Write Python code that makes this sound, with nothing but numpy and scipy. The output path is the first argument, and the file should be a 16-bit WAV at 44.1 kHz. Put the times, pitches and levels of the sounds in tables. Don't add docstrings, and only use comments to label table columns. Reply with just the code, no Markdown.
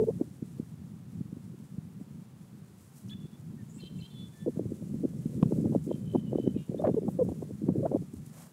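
import sys
import numpy as np
from scipy import signal
from scipy.fft import rfft, irfft, next_fast_len
from scipy.io import wavfile
from scipy.ndimage import uniform_filter1d

SR = 44100
rng = np.random.default_rng(int(sys.argv[2]) if len(sys.argv) > 2 else 0)


def transcribe(u):
    v = np.clip(np.atleast_2d(u).T, -1, 1)
    q = np.round(v * 32767).astype(np.int16)
    wavfile.write(sys.argv[1], SR, q)


N = 375732
TIME = np.arange(N) / SR

# (time [s], level [dB], pitch [Hz], hardness of the contact [dB])
BUMPS = [(0.108, -25.5, 187, -19), (0.213, -17, 323, -28), (0.216, -20.5, 291, -23), (0.427, -24, 228, -47),
         (0.6, -21.5, 234, -40), (1.212, -23.5, 183, -40), (1.33, -28.5, 213, -42),
         (1.371, -29.5, 203, -45), (1.785, -24.5, 168, -47), (2.015, -30.5, 204, -25),
         (4.575, -21.5, 231, -33), (4.596, -20, 392, -32), (4.722, -21.5, 277, -45),
         (4.826, -32.5, 297, -27), (4.946, -21.5, 205, -37), (5.008, -25.5, 183, -45),
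         (5.052, -21.5, 304, -45), (5.26, -19.5, 220, -43), (5.43, -10.5, 200, -11.5),
         (5.46, -15.5, 175, -36), (5.524, -16, 324, -16.5), (5.588, -18, 231, -32), (5.659, -15, 205, -24),
         (5.726, -20, 237, -20), (5.762, -13.5, 232, -22), (5.916, -20.5, 420, -13), (5.945, -22, 199, -41),
         (6.15, -12.5, 346, -17), (6.158, -13.5, 280, -16), (6.332, -21, 440, -40),
         (6.358, -15.5, 312, -19), (6.401, -19.5, 290, -41), (6.469, -23.5, 342, -24.5),
         (6.477, -15.5, 243, -27), (6.566, -18, 260, -37), (6.49, -23.5, 230, -46),
         (6.697, -22.5, 228, -42), (6.748, -23.5, 356, -32), (6.824, -26, 402, -5), (6.879, -16, 415, -9),
         (6.894, -16.5, 476, -25), (6.945, -16.5, 282, -20), (6.443, -25.5, 275, -35),
         (7.087, -18.5, 196, -10.5), (7.192, -21.5, 370, -20), (7.289, -27.5, 340, -10.5),
         (7.321, -25, 335, -18), (7.427, -24, 337, -14.5), (7.51, -30.5, 346, -34), (7.690, -12, 260, -20),
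         (7.759, -21, 330, -36), (7.794, -18.5, 232, -45), (7.863, -22, 327, -3.5), (7.917, -20, 354, -13),
         (7.948, -14, 332, -23), (8.024, -29.5, 267, -29), (8.14, -28.5, 246, -37)]


def thud(t, hz, cycles, phase, sag=.3):
    age = np.maximum(1 + t * hz / cycles, 0)
    turns = cycles * (age ** (1 - sag) - 1) / (1 - sag)
    envelope = (age * np.exp(1 - age)) ** 5
    return envelope * np.cos(2 * np.pi * turns + phase)


def finger_bumps(cycles=1.165, edge_hz=660, edge_cycles=1.4, edge_db=-1, skid_s=0.00291, skid_count=3):
    out, t = np.zeros(N), np.arange(-SR // 50, SR // 20) / SR
    chance = rng.standard_normal((len(BUMPS), skid_count + 1, 2))
    for (s, db, hz, hard_db), (first, *skids) in zip(BUMPS, chance):
        body = thud(t, hz, cycles, np.pi * first[0])
        edge = sum(thud(t - skid_s * lag, edge_hz, edge_cycles, np.pi * turn) for lag, turn in skids)
        add(out, s + t[0], undb(db) * (body + undb(hard_db + edge_db) * edge))
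    return out


def finger_scrapes(slips_per_s=135, unevenness=.4, spread_db=2.5, pitch_spread=0.15, cycles=1.48):
    # (time [s], length [s], typical slip level [dB], typical pitch [Hz])
    drags = [(4.464, 0.036, -24.5, 320), (4.602, 0.069, -34, 298), (5.036, 0.023, -24.5, 313),
             (5.364, .03, -30, 243), (5.617, .11, -25.5, 233), (5.751, 0.012, -19, 420),
             (5.87, 0.047, -28.5, 273), (6.177, .026, -26, 234), (6.387, 0.012, -23, 400),
             (6.712, 0.14, -34, 350), (6.857, .046, -22, 407), (7.022, 0.058, -30.5, 305),
             (7.239, 0.079, -36, 338), (7.621, 0.027, -26.5, 235), (7.753, 0.12, -31, 340),
             (7.951, .024, -22, 410)]
    out, t = np.zeros(N), np.arange(-SR // 50, SR // 20) / SR
    chance = np.clip(rng.standard_normal((len(drags), 32, 4)), -2, 2)
    for (s, length, db, hz), slips in zip(drags, chance):
        age = 0
        for wait, size, pitch, turn in slips:
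            if age < length:
                slip = thud(t, hz * np.exp(pitch_spread * pitch), cycles, np.pi * turn)
                add(out, s + age + t[0], undb(db + spread_db * size) * slip)
            age += np.exp(unevenness * wait) / slips_per_s
    return out


def skin_squeaks(overtone_db=-32, roughness=0.35, jitter_rad=0.26):
    # (time [s], length [s], start [Hz], middle [Hz], end [Hz], level [dB])
    squeaks = [(-.006, 0.025, 482, 459, 397, -20), (0.014, 0.031, 416, 452, 440, -24),
               (0.066, 0.037, 410, 449, 465, -23.5), (0.098, 0.014, 510, 555, 550, -33),
               (4.474, .019, 430, 481, 470, -25), (6.795, 0.016, 514, 575, 636, -30),
               (6.838, 0.028, 720, 590, 470, -19.5), (6.964, 0.03, 500, 438, 370, -24.5),
               (7.187, 0.049, 525, 520, 430, -23.5), (7.824, 0.044, 622, 503, 798, -28),
               (7.925, 0.024, 515, 544, 537, -28)]
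    out, pressure, jitter = np.zeros(N), 1 + roughness * walk(250), jitter_rad * walk(400)
    for s, length, start_hz, middle_hz, end_hz, db in squeaks:
        progress = np.linspace(0, 1, int(length * SR))
        hz = np.interp(progress, [0, .5, 1], [start_hz, middle_hz, end_hz])
        phase = 2 * np.pi * np.cumsum(hz) / SR + jitter[int(s * SR) + np.arange(len(hz))]
        tone = np.sin(phase) + undb(overtone_db) * np.sin(2 * phase)
        add(out, s, undb(db) * signal.windows.tukey(len(tone), .4) * tone)
    return out * pressure


def hold_db(rest_db=-9, rest_width_s=0.031):
    # (time [s], level [dB])
    firmness = [(0, -35.5), (.4, -43), (1.9, -44), (2.35, -51), (2.58, -45.5), (2.9, -53), (3.12, -40),
                (3.3, -47.5), (3.85, -39.5), (4.3, -40), (4.95, -36.5), (5.2, -37), (5.65, -31),
                (6.02, -36), (7.5, -35.5), (7.88, -32.5), (8.06, -41), (8.52, -56.5)]
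    rests = [4.09, 4.36, 5.821, 6.658, 7.554]
    return curve(firmness) + rest_db * sum(bell(TIME - s, rest_width_s) for s in rests)


def grip(rumble_db=-1, flutter_db=1.5, puff_db=3.5, creep_db=-50, firm_db=-35, steepness=2.76,
         drag_db=-24, drag_s=0.012, drag_hz=330):
    # (frequency [Hz], relative level [dB])
    rumble_spectrum = [(40, -26), (54, -26), (85, -12), (115, -4.5), (160, -1), (220, -4.5), (270, -14),
                       (350, -22), (520, -40), (700, -47)]
    # (frequency [Hz], relative level [dB])
    rub_spectrum = [(130, -7), (250, 6), (400, 4.5), (580, -4), (760, -27.5), (1100, -39.5), (1700, -39.5)]
    hold = hold_db()
    rumble = colour(grains(rate=900, spread_db=5.0), rumble_spectrum)
    puffs = undb(flutter_db * walk(55) + puff_db * np.tanh(walk(16)))
    rub = colour(grains(rate=400, spread_db=5.5), rub_spectrum)
    slip = undb(creep_db + steepness * (hold - firm_db))
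    t = np.arange(-SR // 10, SR // 10) / SR
    for s, db, hz, _ in BUMPS:
        add(slip, s + t[0], undb(db + drag_db) * (hz / drag_hz) ** 2 * bell(t, drag_s))
    return undb(hold + rumble_db) * unit(rumble * puffs) + slip * rub


def fidgets(count=60, spread_db=2, pitch_hz=175, pitch_spread=0.35, cycles=2.43):
    out, t = np.zeros(N), np.arange(-SR // 50, SR // 20) / SR
    moments = (np.arange(count) + rng.random(count)) / count * N / SR
    chance = np.clip(rng.standard_normal((count, 3)), -2, 2)
    for s, (size, pitch, turn) in zip(moments, chance):
        bump = thud(t, pitch_hz * np.exp(pitch_spread * pitch), cycles, np.pi * turn)
        add(out, s + t[0], undb(spread_db * size) * bump)
    return undb(hold_db()) * out


def case_ticks():
    # (time [s], level [dB], decay [s], tilt above 1 kHz [dB/octave])
    cracks = [(5.428, -29.5, 0.0015, -11), (6.846, -35, 0.022, -21.5), (6.871, -34.5, 0.0061, -15.5),
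              (7.859, -39, 0.0091, -25)]
    out, t = np.zeros(N), np.arange(-SR // 100, SR // 20) / SR
    octaves = np.log2(np.maximum(np.fft.rfftfreq(len(t), 1 / SR) / 1000, 1))
    for s, db, decay, tilt_db in cracks:
        burst = rng.standard_normal(len(t)) * (t >= 0) * np.exp(-np.abs(t) / decay)
        crack = irfft(rfft(burst) * unit(undb(tilt_db * octaves)), len(t))
        add(out, s + t[0], undb(db) * crack)
    return out


def blackbird_notes(lisp_rise_hz_per_s=1800, lisp_rasp=0.74):
    # (time [s], length [s], top pitch [Hz], level [dB])
    chips = [(3.092, .048, 3427, -51.5), (6.777, 0.022, 3580, -62)]
    # (start [x chip length], length [x chip length],
    # start pitch [x top pitch], end pitch [x top pitch], relative level [dB], rasp [0-1])
    chip_arch = [(-.25, 0.41, 2, 1.1, -17, 1), (0, 0.333, 0.77, 1.14, -6, 0.56),
                 (.2, 0.93, .98, 1.025, 0, 0.069), (0.72, 0.24, 1.02, 0.67, -11, 0.25),
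                 (.25, 0.78, .485, .515, -16, 0.51)]
    # (time [s], level [dB], rise of the lower voice [Hz], note stretch [ratio], pulse depth [0-1])
    calls = [(3.78, -55, 40, 1.13, 0.44), (3.985, -54, 230, 0.81, 0.58)]
    # (delay [s], unstretched
    # length [s], pitch [Hz], glide [Hz], share of rise [0-1], relative level [dB], trill [Hz], rasp [0-1])
    call_parts = [(0, 0.028, 2700, -150, 0.46, -9, 3, 0.56), (0.015, 0.028, 4170, -260, 0, -2, 77, 0.3),
                  (0.05, 0.042, 4050, -72, 0, -5.5, 85, 0.4), (0.027, 0.075, 3115, 6, 1, 0.5, 96, 0.38)]
    # (time [s], length [s], pitch [Hz], level [dB])
    lisps = [(3.681, 0.072, 7050, -69), (3.724, 0.072, 7680, -67), (3.973, 0.038, 7270, -71)]
    # (time [s], length [s], pitch [Hz], glide [Hz], level [dB], rasp [0-1])
    whistles = [(3.576, 0.05, 1810, -120, -68.5, 0), (4.094, 0.055, 3500, -65, -66.5, 0.44),
                (4.103, 0.203, 3460, 25, -57, 0.23), (4.392, 0.041, 3460, 0, -68, 0.3),
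                (4.325, 0.14, 1760, 4, -69.5, 0.1), (6.26, 0.044, 2940, 0, -67, 0.2),
                (6.545, 0.018, 2550, -60, -69, 0.1)]
    # (time [s], length [s], pitch [Hz], level [dB], trill [Hz], rasp [0-1])
    trills = [(5.893, 0.077, 3140, -61, 85, 0.44), (6.045, 0.176, 3060, -60, 58, 0.3),
              (6.3417, 0.18, 3035, -60.5, 57, 0.28), (6.561, 0.03, 2980, -63, 69, .8),
              (6.568, 0.081, 2835, -66.5, -1, 0.67)]

    def note(s, length, hz, glide, db, rasp, rate=0, depth=1):
        return s, length, hz - glide / 2, hz + glide / 2, db, rate, depth, rasp

    notes = []
    for s, length, top_hz, db in chips:
        for at, share, start, end, part_db, rasp in chip_arch:
            hz, glide = (start + end) / 2 * top_hz, (end - start) * top_hz
            notes.append(note(s + at * length, share * length, hz, glide, db + part_db, rasp))
    for s, db, rise, stretch, depth in calls:
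        for delay, length, hz, glide, share, part_db, rate, rasp in call_parts:
            bend = glide + share * rise
            notes.append(note(s + delay, length * stretch, hz, bend, db + part_db, rasp, rate, depth))
    for s, length, hz, db in lisps:
        notes.append(note(s, length, hz, lisp_rise_hz_per_s * length, db, lisp_rasp))
    notes += [note(*row) for row in whistles]
    notes += [note(s, length, hz, 0, db, rasp, rate) for s, length, hz, db, rate, rasp in trills]
    return notes


def blackbirds(swing_hz=45, overtone_db=-27, side_hz=420, side_db=-5, shake=.95, flutter=.45,
               stumble=.35, slowing_per_s=.6):
    out, jitter, waver, drift = np.zeros(N), walk(1500), walk(300), walk(70)
    for s, length, start_hz, end_hz, db, trill_hz, depth, rasp in blackbird_notes():
        t = np.arange(int(length * SR)) / SR
        now = int(s * SR) + np.arange(len(t))
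        beat = 2 * np.pi * trill_hz * t * (1 - slowing_per_s * t) + stumble * drift[now] * (trill_hz > 0)
        hz = np.linspace(start_hz, end_hz, len(t)) + swing_hz * np.sin(beat)
        phase = 2 * np.pi * np.cumsum(hz) / SR + shake * rasp ** 2 * jitter[now]
        slow_phase = 2 * np.pi * side_hz * t + drift[now]
        sides = np.sin(phase - slow_phase) + np.sin(phase + slow_phase) + np.cos(phase + 2 * slow_phase)
        voice = np.sin(phase) + undb(overtone_db) * np.sin(2 * phase) + rasp * undb(side_db) * sides
        if trill_hz == 0 and length > .18:
            envelope = np.hanning(len(t))
        else:
            envelope = np.interp(t / length, [0, .25, .85, 1], [0, 1, 1, 0])
        gaps = 1 - np.abs(np.cos(beat / 2)) ** 3
        breath = envelope * (1 - depth * gaps) * (1 + flutter * rasp * waver[now])
        add(out, s, np.sqrt(2) * undb(db) * breath * voice)
    return out


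def wood_echoes(x, t60=0.7, scatter_db=-10.5):
    # (delay [s], level [dB])
    echoes = [(0.098, -17), (.135, -19), (.22, -19)]
    t = np.arange(SR) / SR
    tail = rng.standard_normal(SR) * undb(-60 * t / t60)
    response = undb(scatter_db) * tail / np.linalg.norm(tail)
    for delay, db in echoes:
        response[int(delay * SR)] += undb(db)
    return x + signal.fftconvolve(x, response)[:N]


def sleeve_and_chip_click(catch_db=1.5):
    # (frequency [Hz], relative level [dB])
    crackle_spectrum = [(500, 14.5), (1500, 1), (3500, -8), (8000, 1), (12000, -3.5), (15500, -9)]
    # (centre [s], width [s], level before the low cut [dB], low cut [Hz])
    strokes = [(.22, .03, -69, 5000), (2.835, 0.053, -63, 5000), (2.985, 0.029, -58.5, 5000),
               (3.10, 0.018, -62, 4000), (5.57, 0.019, -60, 5000), (5.85, 0.018, -58, 5000),
               (7.11, 0.034, -59, 8000), (7.24, 0.0089, -58, 6000), (8.14, 0.0034, -54, 7000),
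               (8.264, 0.0022, -50.5, 5600), (8.40, 0.057, -55, 585)]
    out = np.zeros(N)
    crackle = colour(grains(rate=4500, spread_db=1.0), crackle_spectrum) * undb(catch_db * walk(150))
    for s, width, db, low_hz in strokes:
        bright = signal.sosfilt(signal.butter(2, low_hz, "high", fs=SR, output="sos"), crackle)
        out += undb(db) * bell(TIME - s, width) * bright
    return out


def air_and_leaves(air_db=-65, flicker_db=1.0, stalks_db=-13):
    # (time [s], level [dB])
    breeze = [(0, -68), (1.05, -72.5), (2.6, -72.5), (4.9, -67.5), (5.3, -66), (5.55, -63), (6.05, -68.5),
              (8.1, -67.5), (8.52, -68)]
    # (frequency [Hz], relative level [dB])
    leaf_spectrum = [(2000, -8), (4500, -8.5), (7500, -2), (10500, -3.5), (15500, -14)]
    # (frequency [Hz], relative level [dB])
    air_spectrum = [(350, 0), (620, -10), (1030, -11.5), (2400, -20.5), (4400, -23.5), (7700, -30),
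                    (10900, -29), (15500, -28)]
    leaves = colour(grains(rate=9000, spread_db=2.5), leaf_spectrum)
    stalks = colour(grains(rate=23, spread_db=-2), leaf_spectrum)
    gusts = undb(curve(breeze) + flicker_db * (walk(50) + walk(20)))
    air = colour(rng.standard_normal(N), air_spectrum)
    return undb(air_db) * air + gusts * (leaves + undb(stalks_db) * stalks)


def undb(db):
    return 10 ** (np.asarray(db) / 20)


def unit(x):
    return x / np.sqrt(np.mean(x ** 2))


def bell(t, width):
    return np.exp(-.5 * (t / width) ** 2)


def curve(points):
    return np.interp(TIME, *np.transpose(points))


def colour(x, points):
    hz, db = np.transpose(points)
    size = next_fast_len(N)
    octave = np.log2(np.maximum(np.fft.rfftfreq(size, 1 / SR), 1))
    beyond = np.abs(octave - np.clip(octave, np.log2(hz[0]), np.log2(hz[-1])))
    gain = undb(np.interp(octave, np.log2(hz), db) - 20 * beyond)
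    return unit(irfft(rfft(x, size) * gain, size)[:N])


def walk(rate):
    hold = int(SR / rate)
    steps = np.repeat(rng.standard_normal(N // hold + 1), hold)
    return unit(uniform_filter1d(uniform_filter1d(steps, hold), hold)[:N])


def grains(rate, spread_db):
    clicks = (rng.random(N) < rate / SR) * rng.choice([-1, 1], N)
    return clicks * undb(spread_db * rng.standard_normal(N))


def add(out, s, sound):
    at = int(s * SR) + np.arange(len(sound))
    inside = (at >= 0) & (at < N)
    out[at[inside]] += sound[inside]


def scene():
    background = wood_echoes(blackbirds()) + air_and_leaves() + sleeve_and_chip_click()
    handling = grip() + finger_bumps() + finger_scrapes() + fidgets() + skin_squeaks() + case_ticks()
    return (background + handling)[None]


def record(dry, low_cut_hz=48, top_hz=15700):
    thin = signal.sosfilt(signal.butter(4, low_cut_hz, "high", fs=SR, output="sos"), dry)
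    return signal.sosfilt(signal.ellip(10, .2, 70, top_hz, fs=SR, output="sos"), thin)


dry = scene()
out = record(dry)
transcribe(out)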